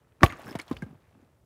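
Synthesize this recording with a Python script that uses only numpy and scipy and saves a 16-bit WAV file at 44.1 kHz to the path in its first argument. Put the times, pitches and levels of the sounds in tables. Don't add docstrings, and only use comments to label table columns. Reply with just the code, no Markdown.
import sys
import numpy as np
from scipy import signal
from scipy.io import wavfile

SR = 44100
rng = np.random.default_rng(int(sys.argv[2]) if len(sys.argv) > 2 else 0)


def transcribe(u):
    v = np.clip(np.atleast_2d(u).T, -1, 1)
    q = np.round(v * 32767).astype(np.int16)
    wavfile.write(sys.argv[1], SR, q)


def makeup_ratio(level_db):
    decades = np.asarray(level_db, float) / 20
    return 10 ** decades


N = 63945

# [freq_hz, density_db_per_hz]
AIR_SPECTRUM = [(25, -36.5), (55, -0.5), (110, 0), (250, -15), (500, -14.5), (1000, -31), (2000, -36),
                (6000, -38), (9000, -37), (16500, -42)]
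# [freq_hz, density_db_per_hz]
GRIT_SPECTRUM = [(40, -24.5), (90, 2), (350, -2.5), (700, -7), (1200, -9.5), (2300, -15.5), (4000, -24.5),
                 (8000, -30.5), (16000, -31.5)]
# [time_s, level_db, bass_over_level_db, treble_over_level_db]
RUBBLE_COURSE = [(0.198, -69, -5.5, -12), (0.238, -26, 10, 4), (0.291, -46, -14, -2), (.35, -49, -17, -14),
                 (.39, -48.5, -14, -1.5), (.44, -48.5, -6, -1), (0.502, -45, -4.5, 0), (.6, -50, -9, -7.5),
                 (0.658, -60.5, -24, 1), (.7, -52.5, 1, 3.5), (.8, -59.5, 3, 0.5), (0.919, -66, 5.5, 2.5),
                 (1.0, -66, -4, -4), (1.09, -65, -3.5, -6), (1.2, -67, 4, -3.5), (1.3, -69, 1, -7),
                 (1.45, -77, 2, 3)]
# [start_s, level_db, centre_hz, t60_s, width_share_of_centre]
CHIP_CLACKS = [(0.208, -32.5, 1150, 0.017, 0.6), (0.2317, -18.5, 2630, 0.049, 1),
               (0.2625, -18.5, 2800, 0.013, 0.18), (0.264, -24, 1300, 0.013, 0.37),
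               (0.2622, -36, 6460, 0.011, .2), (0.296, -40, 3670, 0.01, 0.11),
               (.301, -31.5, 2103, 0.06, 0.15), (0.3232, -25, 1460, 0.012, 0.083),
               (.3237, -29.5, 2450, 0.0071, 0.16), (.326, -35.5, 1450, 0.11, 0.31),
               (.371, -50, 6500, 0.0068, 0.26), (.387, -52, 9000, 0.008, 0.65),
               (.394, -50, 12300, 0.015, 0.1), (.415, -50, 10000, .01, 0.55),
               (.468, -51.5, 5330, .05, 0.037), (0.479, -44.5, 1622, 0.23, 0.044),
               (0.495, -44.5, 5180, 0.033, 0.069), (0.51, -38, 5220, 0.014, 0.036),
               (0.527, -37, 2190, 0.022, 0.3), (.5525, -22.5, 766, 0.044, 0.26),
               (.5525, -29, 1150, 0.043, 0.49), (0.555, -36.5, 4000, 0.026, 0.2),
               (0.5883, -33.5, 4850, 0.016, 1), (0.591, -32, 1300, 0.095, 0.98),
               (0.5976, -26.5, 2104, 0.021, 0.068), (0.598, -28, 5370, 0.011, 0.13),
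               (.607, -46, 1940, 0.022, .15), (0.615, -43.5, 4240, 0.027, 0.049),
               (0.614, -42.5, 6840, 0.045, 0.48), (.6805, -39, 1010, 0.027, 0.26),
               (0.68, -43, 3500, 0.028, 0.31), (0.692, -52, 3060, .04, 0.13),
               (.712, -29.5, 530, 0.062, 0.076), (.712, -49, 850, 0.033, 0.078),
               (.712, -30, 1041, 0.044, 0.02), (.7125, -44, 1620, 0.065, 0.16),
               (0.7115, -53, 4240, 0.017, 0.13), (0.7273, -39.5, 3500, 0.028, 0.27),
               (0.769, -37.5, 3000, 0.03, 0.23), (.767, -41, 980, 0.028, 0.19),
               (.767, -36, 2010, 0.023, .25), (0.766, -49, 4430, 0.011, 0.093),
               (0.786, -52, 4740, .03, 0.073), (0.822, -41, 1600, 0.087, 0.014),
               (.821, -41, 2100, 0.047, 0.034), (0.821, -49, 5250, 0.044, 1)]
# [start_s, level_db, first_pitch_hz, pitch_halved_after_s, t60_s]
LOW_THUDS = [(0.218, -21.5, 300, 0.073, 0.082), (0.2351, 0, 224.5, 0.0056, 0.05),
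             (0.262, -28.5, 338, 0.0081, 0.021), (.325, -39.5, 326, 0.037, 0.079),
             (.394, -22.5, 710, 0.032, 0.011), (0.429, -35, 800, 0.09, 0.018),
             (0.458, -37, 207, 0.013, 0.072), (.478, -32.5, 320, 0.013, 0.056),
             (0.495, -27.5, 413, .03, 0.02), (.513, -25.5, 327, 0.036, 0.028),
             (0.526, -49, 406, 0.038, 0.02), (0.5529, -19, 404, 0.0045, .04),
             (0.594, -31.5, 357, 0.025, 0.033), (0.7119, -11.5, 300, 0.044, 0.036),
             (.716, -26.5, 170, 0.032, 0.053), (0.728, -31.5, 187.3, .012, 0.067),
             (0.734, -42, 70, 0.06, 0.11), (0.766, -39, 87.8, 0.04, 0.13),
             (0.8241, -22.5, 264, 0.013, 0.081), (.863, -36, 267, 0.0568, 0.075),
             (0.889, -40, 198.2, 0.042, 0.063), (0.908, -34, 192.2, 0.04, 0.038),
             (0.928, -37, 266.8, 0.047, 0.031), (0.95, -44, 154, 0.04, 0.056),
             (1.153, -49.5, 300, 0.044, 0.067), (1.174, -50.5, 192, 0.039, 0.085),
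             (1.197, -47, 354.3, 0.032, 0.034), (1.225, -48.5, 300, 0.053, 0.072),
             (1.25, -51, 147.9, 0.035, 0.055)]
# [freq_hz, level_over_blow_db, t60_s, face_to_microphone_sign]
SLAB_MODES = [(345, -3.5, 0.051, 1), (605, -6, 0.04, 1), (703, -14, 0.096, -1), (786.5, -9, .055, 1),
              (977, -17, 0.034, 1), (1133, 1.5, 0.04, 1), (1555, -7.5, 0.029, -1), (1772, 0, 0.015, -1),
              (1995, -11.5, 0.027, 1), (2288, -11.5, 0.046, 1), (3102, -26, 0.013, -1),
              (3476, -16.5, 0.025, 1)]
# [freq_hz, level_db, t60_s]
HEAD_MODES = [(6686, -51, .33), (10880, -41, .11), (12310, -54, .22)]
# [freq_hz, level_db, t60_s]
CRACK_BANDS = [(60, -39, 0.0783), (300, -27, 0.061), (800, -13, 0.044), (1760, -21, 0.024),
               (4000, -32.5, .06), (6000, -43, 0.062), (9000, -52, .09), (14000, -53, .09)]

AIR_DB = -65.5
ECHO_DB, ECHO_T60_S, ECHO_CUT_HZ, ECHO_GAP_S = -31.5, 0.47, 7500, .008
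GRAINS_PER_S, GRAIN_SPREAD_DB, GRAIN_T60_CYCLES, DUST_DB = 2400, 3, 4.1, -4.5
BASS_HZ, TREBLE_HZ = 500, 3500
CLICK_RISE_S = .00025
CHIP_SKIRT_DB = -23.5
CHIP_TONE_WIDTH = .12
THUD_RISE_S, THUD_PUFF_DB, THUD_PUFF_HZ = .002, -17.5, 800
BLOW_S, BLOW_DB, CONTACT_HZ = .2323, -3.5, 3500
HEAD_WAVER_DB = 2
SNAP_DB, SNAP_T60_S = -10.5, 0.0042
MIC_LOW_HZ, TOP_HZ = 39.7, 16600


def rms_one(x):
    return x / np.sqrt(np.mean(x ** 2) + 1e-20)


def at_hz(points, hz, column=1):
    table = np.array(points)
    return np.interp(np.log(hz), np.log(table[:, 0]), table[:, column])


def since(start_s):
    t = np.arange(N) / SR - start_s
    return np.maximum(t, 0), t >= 0


def ring(x, hz, t60_s):
    radius, angle = makeup_ratio(-60 / (t60_s * SR)), 2 * np.pi * hz / SR
    poles = [1, -2 * radius * np.cos(angle), radius * radius]
    return signal.lfilter([0, np.sin(angle)], poles, x + 1e-18)


def low(x, cut_hz, order):
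    return signal.sosfilt(signal.butter(order, cut_hz, fs=SR, output="sos"), x)


def band(x, low_hz, high_hz, order=2):
    edges_hz = [max(low_hz, 10), min(high_hz, SR / 2.1)]
    return signal.sosfilt(signal.butter(order, edges_hz, "band", fs=SR, output="sos"), x)


def noise_bands():
    edges_hz = 30 * 2 ** np.arange(0, 9.6, .5)
    white = rng.standard_normal((2, N))
    return [(np.sqrt(lo * hi), band(white[k % 2], lo, hi))
            for k, (lo, hi) in enumerate(zip(edges_hz, edges_hz[1:]))]


def shaped_noise(spectrum):
    return rms_one(sum(makeup_ratio(at_hz(spectrum, hz)) * noise for hz, noise in noise_bands()))


def air():
    return makeup_ratio(AIR_DB) * shaped_noise(AIR_SPECTRUM)


def yard(x):
    t = np.arange(SR // 2) / SR
    echoes = rng.standard_normal(len(t)) * makeup_ratio(-60 * t / ECHO_T60_S) * (t > ECHO_GAP_S)
    echoes = low(echoes, ECHO_CUT_HZ, 1)
    unit_energy = echoes / np.sqrt(np.sum(echoes ** 2))
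    return makeup_ratio(ECHO_DB) * signal.fftconvolve(x, unit_energy)[:N]


def rubble():
    pitches_hz = np.geomspace(100, 15000, num=30)
    sizes = makeup_ratio(GRAIN_SPREAD_DB * np.minimum(rng.exponential(1, N), 5)) * rng.choice([-1, 1], N)
    hits = sizes * (rng.random(N) < GRAINS_PER_S / SR)
    pitch_index = rng.integers(0, len(pitches_hz), N)
    grains = 0
    for k, hz in enumerate(pitches_hz):
        ringing = ring(hits * (pitch_index == k), hz, GRAIN_T60_CYCLES / hz)
        ringing = rms_one(band(ringing, hz / 2, hz * 1.33))
        grains = grains + makeup_ratio(at_hz(GRIT_SPECTRUM, hz)) * np.sqrt(hz) * ringing
    mix = rms_one(grains) + makeup_ratio(DUST_DB) * shaped_noise(GRIT_SPECTRUM)

    time_s, *columns = np.transpose(RUBBLE_COURSE)
    level, bass, treble = (makeup_ratio(np.interp(np.arange(N) / SR, time_s, c)) for c in columns)
    bass_change = (bass - 1) * band(mix, 52, BASS_HZ, order=1)
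    treble_change = (treble - 1) * band(mix, TREBLE_HZ, SR, order=1)
    return level * (mix + bass_change + treble_change)


def chips():
    out, white = 0, rng.standard_normal((2, N))
    for start_s, level_db, hz, t60_s, width in CHIP_CLACKS:
        t, _ = since(start_s)
        core = rms_one(band(white[0], hz / (1 + width), hz * (1 + width)))
        skirt = rms_one(band(white[1], hz / 3, hz * 3, order=1))
        tone = np.sin(2 * np.pi * hz * t) * np.exp(-width / CHIP_TONE_WIDTH)
        shape = (1 - np.exp(-t / CLICK_RISE_S)) * makeup_ratio(level_db - 60 * t / t60_s)
        out = out + shape * (core / 2 + tone + makeup_ratio(CHIP_SKIRT_DB) * skirt)
    return out


def thuds():
    out, puff = 0, rms_one(band(rng.standard_normal(N), 100, THUD_PUFF_HZ))
    for start_s, level_db, hz, halved_s, t60_s in LOW_THUDS:
        t, _ = since(start_s)
        turns = hz * halved_s * np.log1p(t / halved_s)
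        shape = (1 - np.exp(-t / THUD_RISE_S)) * makeup_ratio(level_db - 60 * t / t60_s)
        out = out + shape * (np.sin(2 * np.pi * turns) + makeup_ratio(THUD_PUFF_DB) * puff)
    return out


def blow():
    t, gate = since(BLOW_S)
    click = np.zeros(N)
    click[int(BLOW_S * SR)] = 1
    contact = low(click, CONTACT_HZ, 2)
    slab = sum(np.sign(face) * makeup_ratio(BLOW_DB + level_db) * ring(contact, hz, t60_s)
               for hz, level_db, t60_s, face in SLAB_MODES)

    waver = makeup_ratio(HEAD_WAVER_DB * rms_one(band(rng.standard_normal(N), 15, 66)))
    head = waver * sum(makeup_ratio(level_db) * ring(click, hz, t60_s) for hz, level_db, t60_s in HEAD_MODES)

    snap_shape = (1 - np.exp(-t / CLICK_RISE_S)) * makeup_ratio(SNAP_DB - 60 * t / SNAP_T60_S)
    snap = snap_shape * rms_one(band(rng.standard_normal(N), 2000, 4400))

    crack = 0
    for hz, noise in noise_bands():
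        decay_db = 60 * t / at_hz(CRACK_BANDS, hz, column=2)
        crack = crack + gate * rms_one(noise) * makeup_ratio(at_hz(CRACK_BANDS, hz) - decay_db)
    return slab + head + snap + crack


def scene():
    stone = blow() + thuds() + chips()
    return (stone + yard(stone) + rubble() + air())[None]


def roll_off(x):
    return signal.sosfilt(signal.butter(12, 16650, fs=SR, output="sos"), x)


def record(dry):
    mic = signal.sosfilt(signal.butter(3, MIC_LOW_HZ, "high", fs=SR, output="sos"), dry)
    rounded = np.tanh(mic)
    finished = signal.sosfilt(signal.cheby2(12, 60, TOP_HZ, fs=SR, output="sos"), rounded)
    return roll_off(finished)


dry = scene()
out = record(dry)
transcribe(out)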